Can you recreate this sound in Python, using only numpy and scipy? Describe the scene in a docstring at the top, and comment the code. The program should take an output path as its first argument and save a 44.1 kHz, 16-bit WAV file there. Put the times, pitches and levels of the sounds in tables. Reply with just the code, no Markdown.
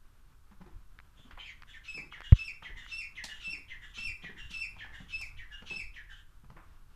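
"""A small bird repeats a three-note phrase in a narrow rock cleft: slurred whistle, falling chip,
two-voiced chirp. Its syrinx makes gliding tones that rasp where it vibrates unevenly, and the close
walls smear every note. Someone walks through with a camera: soft steps, crunching grit and, right at
the microphone, small handling ticks and one sharp knock on the housing.
Under it all lie a faint rumble of air and a distant hush."""
import sys
import numpy as np
from scipy import signal
from scipy.fft import rfft, irfft, next_fast_len
from scipy.io import wavfile
from scipy.ndimage import map_coordinates

SR = 44100
rng = np.random.default_rng(int(sys.argv[2]) if len(sys.argv) > 2 else 0)


def digitize_waveform(pressure):
    """Quantize a signal to 16-bit integers and store it at the path in sys.argv[1].

    Rows of a 2-D input are taken as channels; values are limited to [-1, 1].
    """
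    field = np.atleast_2d(pressure).T
    bounded = np.clip(field, -1, 1)
    quanta = np.round(bounded * 32767).astype(np.int16)
    wavfile.write(sys.argv[1], SR, quanta)


N = 306747

# rasp spectrum of the chips and the opening call: f/Hz, relative density/dB
CHIP_RASP = [(700, -7.5), (1200, -17), (1800, 6.5), (2500, 7.5), (3200, 16), (3600, 5.5), (4200, -0.5),
             (5500, -37), (7000, -8.5), (8200, -56), (14000, -55.5)]
SLIDE_HZ, SLIDE_CURVE = 736, 1.45  # whistles and opening call end in a fall that gathers speed


def amp(db):
    """Decibels to gain."""
    return 10 ** (np.asarray(db) / 20)


def unit(x):
    """Scale to rms 1."""
    return x / np.sqrt(np.mean(x ** 2) + 1e-20)


def with_level(x, db, span):
    """Scale a sound so that its energy equals db held for span seconds."""
    return amp(db) * x / np.sqrt(np.sum(x ** 2) / (span * SR))


def along(points, hz):
    """Read (f/Hz, value) points on a log frequency axis."""
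    f, values = np.transpose(points)
    return np.interp(np.log(hz + 1), np.log(f + 1), values)


def wobble(rate, size):
    """A smooth random curve, rate knots a second."""
    knots = rng.standard_normal(int(size * rate / SR) + 4)
    return map_coordinates(knots, [np.arange(size) * rate / SR])


def noise(spectrum, size):
    """Noise of rms 1, coloured by (f/Hz, relative density/dB) points."""
    m = next_fast_len(size)
    colour = amp(along(spectrum, np.fft.rfftfreq(m, 1 / SR)))
    return unit(irfft(rfft(rng.standard_normal(m)) * colour, m)[:size])


def add(track, s, sound):
    """Mix a sound into the track at s seconds."""
    part = track[max(round(s * SR), 0):][:len(sound)]
    part += sound[:len(part)]


def burst(t, attack, t60):
    """A quick rise and an exponential fall."""
    return (1 - np.exp(-t / attack)) * 1000 ** (-t / t60)


def bump(t, at, width):
    """A bell of height 1 around a moment."""
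    return np.exp(-((t - at) / width) ** 2)


def swell(t, start, hold, attack, release):
    """A level in dB, 0 while held from start; attack and release are seconds per 20 dB."""
    return -20 * (np.maximum(start - t, 0) / attack + np.maximum(t - start - hold, 0) / release)


def switch(t, width):
    """A smooth change from 0 to 1 around t = 0."""
    return .5 + .5 * np.tanh(t / width)


def air(puff_width_s=.046, hiss_db=-76):
    """Air brushes the microphone in puffs, over a distant outdoor hush and a steady hiss."""
    # course of the rumble and of the hush: t/s, level/dB
    rumble_levels = [(0, -56.5), (3.5, -53), (5.3, -49.5), (6.3, -52.5), (6.96, -54)]
    hush_levels = [(0, -69.5), (1, -69), (2.5, -68), (5, -66), (6.3, -71), (6.96, -67)]
    # their spectra: f/Hz, relative density/dB
    rumble_spectrum = [(12, 2), (30, 0.5), (50, -5.5), (90, -13.5), (140, -21.5), (220, -41), (500, -68.5),
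                       (1500, -92.5)]
    hush_spectrum = [(100, -0.5), (180, -5), (330, -9), (550, -17.5), (750, -16.5), (1100, -8.5),
                     (1500, -9.5), (1900, -18.5), (3000, -20.5), (14000, -43.5)]
    # puffs of air: t/s, lift of the rumble/dB
    puffs = [(.77, 11.5), (1.35, 7), (2.75, 6.5), (4.088, 12.5), (4.45, 6.5), (5.17, 1.5), (5.38, 5),
             (5.85, 6)]
    t = np.arange(N) / SR
    rumble_db = np.interp(t, *np.transpose(rumble_levels))
    hush_db = np.interp(t, *np.transpose(hush_levels))
    puff_db = sum(db * bump(t, s, puff_width_s) for s, db in puffs)
    rumble = amp(rumble_db + puff_db) * noise(rumble_spectrum, N)
    hush = amp(hush_db + 1.5 * wobble(18, N)) * noise(hush_spectrum, N)
    hiss = amp(hiss_db) * noise([(100, .47), (3000, .26), (7000, -.75), (14000, -1.1)], N)
    return rumble + hush + hiss


def cleft(x, wet_db, build_s=.0096, echoes_db=-3):
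    """Direct sound, eight echoes off the close walls and a diffuse tail, new at each spot on the path."""
    # reverberation between the rock walls: f/Hz, t60/s
    decay_times = [(200, 0.38), (1500, 0.36), (2600, 0.33), (5300, 0.29), (8000, 0.28), (13000, 0.5)]
    hz, t, spectra = signal.stft(rng.standard_normal(SR // 2), SR, nperseg=256)
    envelope = burst(t, build_s, along(decay_times, hz)[:, None])
    _, tail = signal.istft(spectra * envelope, SR, nperseg=256)
    response = tail / np.linalg.norm(tail)
    delays = (rng.uniform(.003, .025, size=8) * SR).astype(int)
    response[delays] += amp(echoes_db) * rng.standard_normal(len(delays)) / np.sqrt(len(delays))
    response *= amp(wet_db)
    response[0] = 1  # the direct path
    return signal.fftconvolve(x, response)


def handling_ticks():
    """The camera housing ticks in the hand, right at the microphone: a snap with a faint tail."""
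    # ticks: t/s, peak level/dB
    ticks = [(0.989, -40), (1.001, -41.5), (1.622, -39), (1.634, -39), (2.206, -31.5), (2.218, -37),
             (2.323, -29), (2.326, -24.5), (2.864, -37.5)]
    # colour of the housing: f/Hz, relative density/dB
    housing = [(150, -5.5), (600, -27.5), (1000, -4), (1500, 5), (2200, -0.5), (2800, -9.5), (4000, -13.5),
               (5500, -22.5), (9000, -57), (14000, -53)]
    out, t = np.zeros(N), np.arange(SR // 8) / SR
    envelope = burst(t, .0001, .007) + amp(-21) * burst(t, .002, .05)
    for s, db in ticks:
        tick = noise(housing, len(t)) * envelope
        add(out, s, amp(db) * tick / np.abs(tick).max())
    return out


def knock(at_s=2.3229, push_hz=88, settle_hz=42):
    """A knock on the housing gives the microphone one deep push, rings the case and settles."""
    # modes of the case: f/Hz, level/dB, t60/s
    modes = [(308, -47, 0.0623), (540, -31.5, 0.028), (680, -34, .028)]
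    out, t = np.zeros(N), np.arange(SR // 8) / SR
    push = -amp(-2) * np.sin(2 * np.pi * push_hz * t) * bump(t, at=.0051, width=.0067)
    settle = amp(-23) * np.sin(2 * np.pi * settle_hz * t) * bump(t, at=.02, width=.015)
    ring = sum(amp(db) * burst(t, .00051, t60) * np.sin(2 * np.pi * hz * t) for hz, db, t60 in modes)
    add(out, at_s, push + settle + ring)
    return out


def contacts():
    """A foot rolls over heel, ball and toe; yields t/s, level/dB, hollow f/Hz, scrape/dB, t60/s."""
    # footfalls: t/s, heel level/dB, roll to the ball/s, ball level/dB, ball f/Hz, relative scrape/dB
    steps = [(.51, -51.5, .094, -45, 185, -4.5), (1.189, -53, 0.058, -52.5, 240, -7),
             (1.946, -53.5, 0.025, -46, 290, -6), (2.624, -53, 0.069, -53, 393, -1.5),
             (3.237, -45.5, 0.049, -59, 393, 10.5), (3.473, -48.5, 0.051, -52.5, 290, -7),
             (3.976, -50, 0.06, -58.5, 183, -11), (4.234, -44, 0.056, -49, 349, -9),
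             (4.506, -50.5, 0.065, -81, 260, -8), (4.761, -52, .082, -51.5, 303, 11),
             (5.001, -43, 0.048, -63, 200, -10), (5.205, -54.5, 0.048, -63, 248, 11),
             (5.621, -47.5, 0.085, -45.5, 345, -0.5), (6.435, -53, 0.064, -48, 167, -8)]
    for s, heel_db, roll_s, ball_db, ball_hz, scrape_db in steps:
        yield s, heel_db, 181, scrape_db, .09  # the heel lands short and firm
        yield s + roll_s, ball_db, ball_hz, scrape_db, .13
        yield s + roll_s + .055, ball_db - 8.5, 308, scrape_db, .24  # the toe pushes off, softer


def footsteps(pat_db=-2):
    """Below the microphone, each contact of a sole makes a thud, an unsteady hollow ring and a scrape."""
    # spectra of thud and scrape: f/Hz, relative density/dB
    sole_spectrum = [(60, -43), (140, 10.5), (200, 6), (320, -8.5), (550, -9.5), (900, -64), (2000, -68)]
    scrape_spectrum = [(200, -2), (450, -7), (850, 8), (1400, 0), (2400, -7), (6000, -21), (14000, -49)]
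    out, t = np.zeros(N), np.arange(SR // 3) / SR
    for s, db, hz, scrape_db, t60 in contacts():
        scrape = unit(noise(scrape_spectrum, len(t)) * amp(4.5 * wobble(220, len(t))))
        hollow_hz = hz * (1 + .23 * wobble(300, len(t)))
        hollow = np.sqrt(2) * np.sin(2 * np.pi * np.cumsum(hollow_hz) / SR)
        pat = noise(sole_spectrum, len(t)) + hollow
        contact = burst(t, .0029, t60) * (amp(pat_db) * pat + amp(scrape_db) * scrape)
        add(out, s, with_level(cleft(contact, wet_db=-7.5), db, span=t60 / 14))
    return out


def grit(trickle_after_s=.039, trickle_db=-15, trickle_t60=.2):
    """Grit cracks underfoot in uneven clumps; loosened grains settle after each crack."""
    # cracks: t/s, level/dB, centre f/Hz, t60/s
    cracks = [(1.309, -48.5, 1630, 0.1), (1.373, -46.5, 1150, 0.12), (2.124, -42, 1390, 0.036),
              (2.622, -45.5, 1190, 0.087), (3.238, -37, 4170, 0.11), (4.505, -49.5, 3940, 0.14),
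              (5.212, -46, 5440, 0.045), (6.564, -53.5, 1134, 0.39)]
    out, t = np.zeros(N), np.arange(SR // 3) / SR
    for s, db, hz, crack_t60 in cracks:
        colour = [(hz / 6, -28), (hz / 2, -9), (hz, 0), (hz * 2, -12), (hz * 5, -38)]
        crack = (s, db, crack_t60)
        trickle = (s + trickle_after_s, db + trickle_db, trickle_t60)
        for onset, level, t60 in (crack, trickle):
            grains = noise(colour, len(t)) * amp(2.4 * wobble(500, len(t)))
            heard = cleft(burst(t, .001, t60) * grains, wet_db=-9)
            add(out, onset, with_level(heard, level, span=t60 / 16))
    return out


def second_voice(t, hz, db, octave_db=-23):
    """The other side of the syrinx holds a brief, nearly level tone."""
    phase = 2 * np.pi * np.cumsum(hz * (1 + .009 * wobble(250, len(t)))) / SR
    gate = np.exp(-((t - .021) / .021) ** 4)
    return amp(db) * gate * (np.sin(phase) + amp(octave_db) * np.sin(2 * phase))


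def syrinx(notes, t, pitch, tone_db, overtone_db, rasp_db, rasp_spectrum, rough, halving):
    """A gliding tone, rasping where the syrinx vibrates unevenly (rough, 0-1), heard through the cleft."""
    # harmonics of the syrinx: multiple of the pitch, relative level/dB
    harmonics = [(1, 0), (2, -12.5), (3, -13.5), (4, -34), (5, -46.5)]
    # response of the throat: f/Hz, gain/dB
    throat = [(1500, -1), (3000, -3.5), (4200, 0), (5200, -0.5), (6500, 0), (8000, -12.5), (9300, -10),
              (10700, 2), (14000, 2.5)]
    out = np.zeros(N)
    for s, db, pitch_ratio, rasp_gain_db, *second in notes:
        jitter = .075 * rough * wobble(600, len(t))
        waver = .005 * wobble(45, len(t))
        hz = pitch * pitch_ratio * (1 + jitter + waver)
        phase = 2 * np.pi * np.cumsum(hz) / SR
        tone = sum(amp(level + along(throat, k * hz) + overtone_db * (k > 1)) * np.sin(k * phase)
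                   for k, level in harmonics)
        tone *= 1 + halving * rough * np.sin(phase / 2)  # strong and weak cycles alternate when hoarse
        rasp = amp(rasp_db + rasp_gain_db) * noise(rasp_spectrum, len(t)) / np.sqrt(2)
        voice = amp(tone_db) * tone + rasp
        if second:
            voice += second_voice(t, *second)
        heard = cleft(voice * signal.windows.tukey(len(t), .08), wet_db=3.5)
        add(out, s + t[0], with_level(heard, db, span=.1))
    return out


def opening_call(held_hz=2540, lead_s=.012, hold_s=.066, slide_s=.06):
    """Both sides of the syrinx sound: a burst of rasp, then the hoarse tone swells and slides down."""
    # the call: t/s, level/dB, pitch ratio, rasp gain/dB, second voice f/Hz, its relative level/dB
    notes = [(1.392, -47, 0.95, 4, 3104, 1)]
    t = np.arange(-lead_s, hold_s + slide_s, 1 / SR)
    slide = np.maximum(t - hold_s, 0) / slide_s
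    pitch = held_hz - SLIDE_HZ * slide ** SLIDE_CURVE
    dip_db = 7 * bump(t, at=.035, width=.021)
    tone_db = 4 + swell(t, start=.065, hold=.043, attack=.17, release=.021) - dip_db
    rasp_db = -1 + swell(t, start=0, hold=.0065, attack=.013, release=.17) - dip_db
    return syrinx(notes, t, pitch, tone_db, overtone_db=-6, rasp_db=rasp_db,
                  rasp_spectrum=CHIP_RASP, rough=.79, halving=.096)


def chirps(low_hz=1888, sag_hz_per_s=7430, lead_s=.02, length_s=.1, overtone_db=-14):
    """A low sagging tone dies under a second voice, while the rasp dips and swells again."""
    # chirps: t/s, level/dB, pitch ratio, rasp gain/dB, second voice f/Hz, its relative level/dB
    notes = [(1.175, -65, 0.44, 35, 3510, 25.5), (1.68, -58.5, 0.94, 17, 3360, 8.5),
             (2.24, -50.5, .98, 13, 2870, 9), (2.775, -50.5, 1.036, 5.5, 2895, -2),
             (3.295, -47.5, 0.99, 10, 2874, 7), (3.825, -53.5, 1, 7.1, 3050, -6),
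             (4.38, -50, .99, 7.5, 2790, 8), (4.94, -52.5, .97, 6.6, 2893, -1),
             (5.522, -50, 0.92, 3.9, 2850, 7), (6.105, -54, 0.95, 6.1, 3036, -2.5)]
    # their rasp: f/Hz, relative density/dB
    rasp_spectrum = [(900, -36), (1400, -15), (1750, -11), (2400, -14), (2900, -2), (3300, 0), (3600, -4),
                     (4100, -19), (5200, -24), (6200, -20), (7200, -17), (8200, -29), (14000, -42)]
    t = np.arange(-lead_s, length_s, 1 / SR)
    pitch = low_hz - sag_hz_per_s * t
    tone_db = 8 + swell(t, start=-.0094, hold=.019, attack=.013, release=.034)
    rasp_db = -5 + swell(t, start=.0013, hold=.028, attack=.019, release=.11)
    rasp_db -= 9 * bump(t, at=.034, width=.016)
    return syrinx(notes, t, pitch, tone_db, overtone_db, rasp_db, rasp_spectrum, rough=1, halving=.12)


def chips(low_hz=2161, flip_hz=1056, sag_hz_per_s=8500, lead_s=.022, length_s=.05):
    """A burst of rasp in the high register flips down to a louder, purer tone that sags."""
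    # chips: t/s, level/dB, pitch ratio, rasp gain/dB
    notes = [(1.735, -54, 0.89, -1), (2.13, -51, .93, 0.5), (2.645, -48, 0.96, 1), (3.17, -45.5, 0.99, -4),
             (3.7, -48, .97, 1), (4.24, -47.5, .94, 2.3), (4.8, -48, 0.9, 1.5), (5.385, -51.5, 0.96, -1),
             (5.958, -50.5, .93, -1.5)]
    t = np.arange(-lead_s, length_s, 1 / SR)
    high = switch(.002 - t, .0066)
    pitch = low_hz + flip_hz * high - sag_hz_per_s * t
    tone_db = 11 + swell(t, start=.0069, hold=.0062, attack=.021, release=.052)
    overtone_db = -16 + 11 * high
    rasp_db = 2 + swell(t, start=-.012, hold=.002, attack=.011, release=.065)
    return syrinx(notes, t, pitch, tone_db, overtone_db, rasp_db, CHIP_RASP, rough=.6, halving=.081)


def whistles(held_hz=2642, scoop_hz=510, step_hz=51.8, droop_db_per_s=19.5):
    """A hoarse lead-in locks on, steps up and brightens at a break, then slides down rough and dull."""
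    # whistles: t/s, level/dB, pitch ratio, rasp gain/dB
    notes = [(1.88, -41.5, 0.98, 1.5), (2.387, -39.5, 1.001, 2.5), (2.916, -39, 1.004, 1.5),
             (3.44, -38.5, 1.01, 2), (3.982, -37.5, 1.006, 2.5), (4.538, -37.5, 1.003, 0),
             (5.126, -38.5, 0.99, 1.5), (5.7, -39, 0.99, 3.3)]
    # their rasp: f/Hz, relative density/dB
    rasp_spectrum = [(700, -57), (1100, -7.5), (1400, 0.5), (1800, -8.5), (2400, 3.5), (3100, 5), (3700, 3),
                     (4300, -1.5), (4900, -10.5), (6200, -9), (7300, -13.5), (9000, -44), (14000, -59)]
    lead_s, break_s, hold_s, slide_s = .048, .0517, .072, .053
    t = np.arange(-lead_s, hold_s + slide_s, 1 / SR)
    hoarse, stepped = switch(-t, .002), switch(t - break_s, .003)
    scoop = np.maximum(-t, 0) / lead_s
    slide = np.maximum(t - hold_s, 0) / slide_s
    pitch = held_hz + scoop_hz * scoop + step_hz * stepped - SLIDE_HZ * slide ** SLIDE_CURVE
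    effort_db = swell(t, start=-.036, hold=.14, attack=.027, release=.022)
    effort_db -= droop_db_per_s * t  # the voice tires
    break_db = 16.5 * bump(t, at=.046, width=.0105)
    tone_db = 3.75 + effort_db - 16.5 * hoarse - break_db
    overtone_db = -3 + 5 * stepped - 17 * slide
    rasp_db = -13 + swell(t, start=-.028, hold=.01, attack=.024, release=.15) - 14 * slide
    rough = .035 + .65 * hoarse + .72 * slide
    return syrinx(notes, t, pitch, tone_db, overtone_db, rasp_db, rasp_spectrum, rough, halving=.057)


def scene():
    """The bird and the walk through the cleft, at the camera's one microphone."""
    bird = opening_call() + whistles() + chips() + chirps()
    return (bird + footsteps() + grit() + handling_ticks() + knock() + air())[None]


def record(dry):
    """The camera keeps nothing above its band limit."""
    top_hz = 14320
    m = next_fast_len(N + SR // 2)
    passband = np.fft.rfftfreq(m, 1 / SR) < top_hz
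    return irfft(rfft(dry, m) * passband, m)[..., :N]


dry = scene()
out = record(dry)
digitize_waveform(out)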